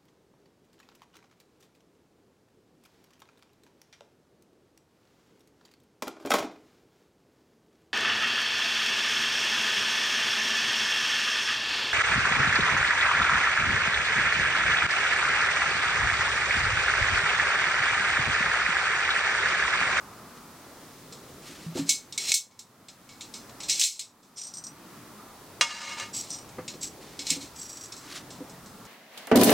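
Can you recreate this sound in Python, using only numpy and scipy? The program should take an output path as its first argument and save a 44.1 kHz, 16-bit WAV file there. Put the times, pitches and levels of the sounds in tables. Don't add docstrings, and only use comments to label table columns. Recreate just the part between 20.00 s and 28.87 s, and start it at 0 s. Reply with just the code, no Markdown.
import sys
import numpy as np
from scipy import signal
from scipy.fft import rfft, irfft
from scipy.io import wavfile
from scipy.ndimage import uniform_filter1d

SR = 44100
rng = np.random.default_rng(int(sys.argv[2]) if len(sys.argv) > 2 else 0)


def transcribe(u):
    v = np.clip(np.atleast_2d(u).T, -1, 1)
    q = np.round(v * 32767).astype(np.int16)
    wavfile.write(sys.argv[1], SR, q)


N = 391166
TIME = np.arange(N) / SR


def undb(db):
    return 10 ** (np.asarray(db, float) / 20)


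def unit(x):
    return x / np.sqrt(np.mean(x ** 2))


def wander(rate_hz):
    hold = int(SR / rate_hz)
    steps = np.repeat(rng.standard_normal(N // hold + 1), hold)
    return 1.58 * uniform_filter1d(uniform_filter1d(steps, hold), hold)[:N]


def grains(grit_db, rate_hz):
    return rng.standard_normal(N) * undb(grit_db * wander(rate_hz))


def band(x, lo_hz, hi_hz):
    return signal.sosfilt(signal.butter(2, [lo_hz, hi_hz], "band", fs=SR, output="sos"), x)


def colour(noise, tones, bright_hz, spread_oct, between_db, sharp):
    hz, width, db = np.transpose(sorted(tones))
    f = np.maximum(np.arange(len(noise) // 2 + 1) * SR / len(noise), 1)
    outside_db = 25 * np.maximum(np.log2(hz[0] / f), 0) + 8 * np.maximum(np.log2(f / hz[-1]), 0)
    filler = undb(between_db + np.interp(f, hz, db) / 2 - outside_db) ** 2
    humps = sum(undb(d) ** 2 / (1 + (2 * sharp * (f - h) / w) ** 2) ** 2 for h, w, d in tones)
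    focus = undb(-6 * (np.log2(f / bright_hz) / spread_oct) ** 2)
    return unit(irfft(rfft(noise) * np.sqrt(filler + humps) * focus, len(noise)))


def strike(hits, tones, contact_s, spread_oct, wash_db, crack_db, scatter_db=5, shaft_hz=0):
    hz, width, db = np.transpose(tones)
    out, t = np.zeros(N + SR), np.arange(SR // 3) / SR
    for start_s, peak_db, bright_hz, ring_s, *shaft_db in hits:
        tone_db = db + scatter_db * rng.standard_normal(len(hz))
        tone_db -= 6 * (np.log2(hz / bright_hz) / spread_oct) ** 2
        for grip_db in shaft_db:
            tone_db = np.where(hz < shaft_hz, tone_db.max() + grip_db, tone_db)
        phase = rng.uniform(0, 2 * np.pi, len(hz))
        waves = np.sin(2 * np.pi * np.outer(hz, t) + phase[:, None])
        tone_ring_s = ring_s * (np.median(width) / width) ** .5
        clear = undb(tone_db) @ (waves * undb(-60 * np.outer(1 / tone_ring_s, t)))
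        noise = colour(rng.standard_normal(len(t)), tones, bright_hz, spread_oct, -7.5, sharp=1.07)
        wash = noise * undb(wash_db - 60 * t / ring_s)
        crack = noise * undb(crack_db) * np.exp(-t / (3 * contact_s))
        attack = 1 - np.exp(-t / contact_s)
        hit = attack * (clear / np.abs(clear).max() + wash + crack)
        start = int(start_s * SR)
        out[start:start + len(t)] += undb(peak_db) * hit / np.abs(hit).max()
    return out[:N]


def swell(strokes, rise_db, fall_db):
    gain = np.zeros(N)
    for start, loudest, end, db in strokes:
        times = [start, np.clip(loudest, start, end), end]
        level_db = np.interp(TIME, times, [db - rise_db, db, db - fall_db])
        gain += undb(level_db) * (TIME > start) * (TIME < end)
    return uniform_filter1d(gain, size=200)


def rub(contact, tones, bright_hz, ring_s, grit_db, between_db, sharp):
    keep = np.exp(-2 * np.log(1000) / (ring_s * SR))
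    lingering = np.sqrt(signal.lfilter([1 - keep], [1, -keep], contact ** 2))
    return colour(grains(grit_db, 250), tones, bright_hz, 2.1, between_db, sharp) * lingering


# f/Hz, level/dB
FIRE_SPECTRUM = [(15, -49), (25, -14.5), (55, -13), (145, -2.5), (277, -2), (354, -5), (503, -8.5),
                 (1370, -13.5), (1520, -18), (1650, -15.5), (2910, -20), (3620, -19), (4870, -19),
                 (14800, -23.5), (16000, -23)]
# f/Hz, likeness (0 to 1)
EAR_LIKENESS = [(25, .7), (100, 0.99), (500, .95), (2000, 0.78), (12000, 0)]
# t/s, level/dB
DRAUGHT_BOOST = [(0, 10), (.6, 4.5), (1.8, 3), (2.4, 5), (3.35, 2.5), (4.1, 6.5), (5.4, 3), (6.2, 2.5),
                 (8.87, 3)]
# t/s, depth/dB
FIRE_DIPS = [(1.89, 7), (2.32, 15.5), (3.7, 5.5), (3.83, 13), (5.63, 6.5)]

def fire_and_hiss(level_db=-52.5, sink_s=0.037, recover_db_per_s=16):
    lost_db = np.zeros(N)
    for start_s, depth_db in FIRE_DIPS:
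        before = lost_db[int(start_s * SR)]
        sinking = before + depth_db * (TIME - start_s) / sink_s
        returning = np.maximum(before + depth_db - recover_db_per_s * (TIME - start_s - sink_s), 0)
        lost_db = np.where(TIME < start_s, lost_db, np.minimum(sinking, returning))
    hz = np.maximum(np.arange(N // 2 + 1) * SR / N, 1)
    shape_db, likeness = (np.interp(np.log(hz), np.log(f), values)
                          for f, values in (zip(*FIRE_SPECTRUM), zip(*EAR_LIKENESS)))
    noise = rfft(rng.standard_normal((2, N))) * undb(shape_db)
    shared, side = noise * np.sqrt([1 + likeness, 1 - likeness])
    left_right = np.array([shared + side, shared - side])
    draught_db = np.interp(TIME, *np.transpose(DRAUGHT_BOOST))
    open_door_db = np.interp(TIME, [5.8, 6.3], [0, 2.5])
    out = 0
    for centre_hz in 20 * 2 ** np.arange(0, 10.5, .5):
        window = np.cos(np.pi * np.clip(np.log2(hz / centre_hz), -.5, .5)) ** 2
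        rush_db = draught_db * np.exp(-np.log2(centre_hz / 1200) ** 2 / 0.46)
        flicker_db = 2.25 * wander(5.5) / (1 + centre_hz / 900)
        roar_db = open_door_db / (1 + (centre_hz / 177) ** 2)
        out += undb(level_db - lost_db + rush_db + flicker_db + roar_db) * irfft(window * left_right, N)
    return out / np.std(band(irfft(shared, N), 100, 500))


# start/s, loudest/s, end/s, level/dB
SLEEVE_STROKES = [(.35, .37, .41, -57), (.76, .84, 1.0, -59), (1.1, 1.3, 1.45, -62.5),
                  (1.42, 1.48, 1.73, -48)]

def sleeve():
    rustle = unit(band(grains(grit_db=1.1, rate_hz=59.8), 1050, 7000))
    return rustle * swell(SLEEVE_STROKES, rise_db=7, fall_db=8)


# f/Hz, width/Hz, level/dB
TONG_TONES = [(2223, 50, -2.5), (2580, 60, -4), (3406, 42, -4.5), (4124, 320, -0.5), (5090, 47, 0.5),
              (5550, 100, 1.5), (6160, 40, 1), (6920, 44, 1.5), (7530, 160, 0.5), (3700, 42, -1.5),
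              (7860, 45, -2), (8296, 130, -4), (5735, 40, -3), (9300, 27, -14), (9800, 73, -19),
              (10000, 74, -22)]
# t/s, level/dB, brightest f/Hz, ring time/s, low shaft tone against the strongest tone/dB
TONG_CLINKS = [(1.124, -35, 4930, .24, -8), (1.892, -6.5, 7600, 0.23, -4), (2.124, -25, 5260, .19, -30),
               (2.177, -15, 5940, 0.13, 7.5), (2.293, -15, 5400, 0.072, -1), (2.318, -5.5, 5700, 0.058, 6),
               (2.340, -9.5, 8600, 0.19, -9), (2.51, -51.5, 3570, 0.44, 7), (2.591, -30, 7600, .18, -8),
               (2.884, -35.5, 4320, 0.18, -16), (3.09, -38.5, 3520, 0.44, 5), (3.208, -28, 4120, .23, -5),
               (3.339, -27, 5300, 0.26, -4), (3.494, -40.5, 3610, 0.074, -24),
               (3.603, -27, 3640, 0.17, -18), (3.633, -27.5, 4210, 0.28, -15),
               (3.696, -10.5, 5100, 0.36, -11), (3.795, -12.5, 7400, 0.39, -20),
               (3.812, -10, 4420, 0.22, -16), (3.837, -11, 7660, .23, -28), (3.993, -21.5, 5836, .2, -40),
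               (4.229, -48.5, 6300, 0.28, -20), (6.49, -41.5, 6000, .12, -24), (6.679, -25, 3900, .2, -28),
               (6.738, -38, 3900, .11, -21), (7.191, -24, 3800, 0.2, -5), (7.268, -18.5, 4400, 0.11, -25),
               (7.303, -9.5, 6200, 0.088, -19), (7.412, -35, 3770, .27, -20),
               (7.921, -29.5, 4840, 0.17, -25), (7.965, -34, 7744, 0.33, -24),
               (8.304, -35.5, 5330, 0.35, -23), (8.496, -37, 8286, 0.15, -18),
               (8.659, -39.5, 7153, .25, -23), (8.851, -41, 5986, 0.18, -6)]
# start/s, loudest/s, end/s, level/dB
TONG_STROKES = [(1.745, 1.775, 1.83, -36), (1.855, 1.89, 1.9, -34), (2.19, 2.195, 2.26, -32.5),
                (2.22, 2.29, 2.346, -27.5), (3.61, 3.62, 3.67, -45), (3.682, 3.696, 3.69, -20),
                (3.72, 3.79, 3.87, -33.5), (6.13, 6.145, 6.35, -40.5), (6.81, 6.83, 6.87, -38.5),
                (7.25, 7.305, 7.37, -27.5), (7.36, 7.42, 7.477, -41.5), (7.2, 7.21, 7.26, -43),
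                (8.135, 8.16, 8.13, -34.5)]

def tongs():
    clinks = strike(TONG_CLINKS, TONG_TONES, contact_s=0.00077, spread_oct=1.32,
                    wash_db=-2.5, crack_db=-2, shaft_hz=2400)
    contact = swell(TONG_STROKES, rise_db=17, fall_db=14)
    return clinks + rub(contact, TONG_TONES, 5000, ring_s=0.11, grit_db=1, between_db=-14.5, sharp=7)


# f/Hz, width/Hz, level/dB
WOOD_TONES = [(110, 40, -8.5), (165.7, 26.5, -4), (279.6, 36, -2), (357.6, 47, -4.5), (504, 23, -12),
              (640, 72, -8), (903, 91, -7), (1170, 240, -5), (2020, 200, -4)]
# t/s, level/dB, brightest f/Hz, spread around it/octaves
WOOD_KNOCKS = [(1.491, -40, 280, .62), (1.663, -31, 169, 0.34), (1.753, -24.5, 260, 1.1),
               (1.772, -25, 520, 0.84), (1.79, -22, 164, 0.59), (6.583, -25, 400, 1.8),
               (6.739, -38, 277, 1.3), (7.187, -39.5, 305, .81), (7.31, -31.5, 270, 0.51),
               (7.362, -33, 280, .62), (7.428, -39, 290, .46), (8.404, -31.5, 320.4, 0.52)]

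def wood_knocks(ring_cycles=32.5):
    return sum(strike([(s, db, hz, ring_cycles / hz)], WOOD_TONES, contact_s=0.0057,
                      spread_oct=spread, wash_db=-18.5, crack_db=-13.5)
               for s, db, hz, spread in WOOD_KNOCKS)


# start/s, loudest/s, end/s, level/dB
LOG_STROKES = [(1.74, 1.774, 1.86, -38), (7.0, 7.014, 8, -53), (8.0, 8.13, 8.145, -42.5),
               (8.14, 8.16, 8.22, -35.5)]

def log_drag():
    rasp = unit(band(grains(grit_db=1.1, rate_hz=400), 1090, 6500))
    return rasp * swell(LOG_STROKES, rise_db=17, fall_db=19)


# f/Hz, width/Hz, level/dB
LATCH_TONES = [(4380, 1650, -15.5), (5230, 160, -5), (5720, 110, -1.5), (5800, 63, -2), (5970, 50, -10),
               (5990, 53, -2.5), (6890, 220, -10), (7470, 98, -8), (8440, 54, 0.5), (10000, 200, -37)]
# t/s, level/dB
LATCH_CLICKS = [(4.3705, -37), (4.394, -37), (4.415, -33), (4.436, -29.5), (4.469, -30.5), (4.485, -37),
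                (4.5377, -30), (4.555, -36), (4.57, -30), (4.583, -31.5), (4.639, -29), (4.6668, -28.5),
                (6.304, -24.5), (6.36, -35)]
# start/s, loudest/s, end/s, level/dB
LATCH_STROKES = [(4.36, 4.374, 4.56, -37.5), (6.29, 6.318, 6.41, -35)]

def latch(bright_hz=6500, ring_s=0.12):
    hits = [(s, db, bright_hz, ring_s) for s, db in LATCH_CLICKS]
    rattle = strike(hits, LATCH_TONES, contact_s=0.00047, spread_oct=1.5,
                    wash_db=-9, crack_db=-4.5, scatter_db=2)
    contact = swell(LATCH_STROKES, rise_db=9, fall_db=20.5)
    return rattle + rub(contact, LATCH_TONES, 6270, ring_s=0.19, grit_db=2, between_db=-17, sharp=0.42)


# f/Hz, width/Hz, level/dB
HINGE_TONES = [(1210, 60, 4), (1340, 70, -3)]
# start/s, loudest/s, end/s, level/dB
HINGE_STROKES = [(5.14, 5.2, 5.34, -52)]

def hinge():
    contact = swell(HINGE_STROKES, rise_db=7, fall_db=9)
    return rub(contact, HINGE_TONES, 1250, ring_s=0.08, grit_db=3, between_db=-25, sharp=1.3)


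# f/Hz, width/Hz, level/dB
DOOR_TONES = [(555, 110, -6), (929, 59, 0.5), (1220, 47, 3.5), (1728, 120, -4), (1904, 50, -7),
              (2173, 50, 2), (2815, 62, -1), (3350, 48, -8), (4004, 120, -5.5), (4680, 45, -4.5),
              (5140, 37, -2.5), (5800, 120, -6), (6396, 92, -5), (7170, 44, -5), (8550, 110, -11.5),
              (10400, 200, -46)]
# t/s, level/dB, brightest f/Hz
DOOR_BANGS = [(5.61, -6, 3200), (5.998, -23.5, 5499)]
# start/s, loudest/s, end/s, level/dB
DOOR_STROKES = [(5.64, 5.66, 5.82, -37), (5.8, 5.91, 5.96, -37), (5.965, 5.985, 6.03, -33.5)]

def door(ring_s=0.16):
    hits = [(*bang, ring_s) for bang in DOOR_BANGS]
    bangs = strike(hits, DOOR_TONES, contact_s=0.0009, spread_oct=2.6, wash_db=-9, crack_db=1)
    contact = swell(DOOR_STROKES, rise_db=3, fall_db=5)
    return bangs + rub(contact, DOOR_TONES, 2480, ring_s=0.27, grit_db=1.1, between_db=-14, sharp=1.76)


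# f/Hz, width/Hz, level/dB
TIP_TONES = [(2380, 43, -18), (4670, 100, -4.5), (5680, 59, 5.5), (7680, 180, 4), (7980, 29, 0),
             (8440, 42, -6), (8650, 38, -16), (10500, 80, -22)]
# t/s, level/dB
TIP_SCRATCHES = [(7.5588, -36.5), (7.5947, -34), (7.693, -33), (7.7693, -32), (7.8087, -32), (7.8347, -32),
                 (7.8551, -34)]
# start/s, loudest/s, end/s, level/dB
TIP_STROKES = [(6.128, 6.152, 6.21, -31), (6.182, 6.195, 6.25, -39), (6.806, 6.83, 6.875, -31),
               (7.55, 7.61, 7.89, -41.5)]

def tong_tips(bright_hz=6500, ring_s=0.11):
    hits = [(s, db, bright_hz, ring_s) for s, db in TIP_SCRATCHES]
    scratches = strike(hits, TIP_TONES, contact_s=0.0016, spread_oct=2.3, wash_db=-4, crack_db=-12)
    contact = swell(TIP_STROKES, rise_db=10.5, fall_db=14)
    return scratches + rub(contact, TIP_TONES, 6460, ring_s=0.14, grit_db=2, between_db=-10.5, sharp=0.7)


def scene(echo_s=0.042, echo_db=-25):
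    near = sleeve() + tongs() + wood_knocks() + log_drag() + latch() + hinge() + door() + tong_tips()
    t = np.arange(SR // 4) / SR
    canvas = rng.standard_normal((2, len(t))) * undb(-60 * t / echo_s) * (t > .002)
    canvas /= np.sqrt(np.sum(canvas ** 2, axis=1, keepdims=True))
    echo = signal.fftconvolve(near[None], canvas, axes=1)[:, :N]
    return fire_and_hiss() + near + undb(echo_db) * echo


def record(dry):
    return signal.sosfilt(signal.ellip(10, .2, 80, 15900, fs=SR, output="sos"), dry)


dry = scene()
out = record(dry)
transcribe(out)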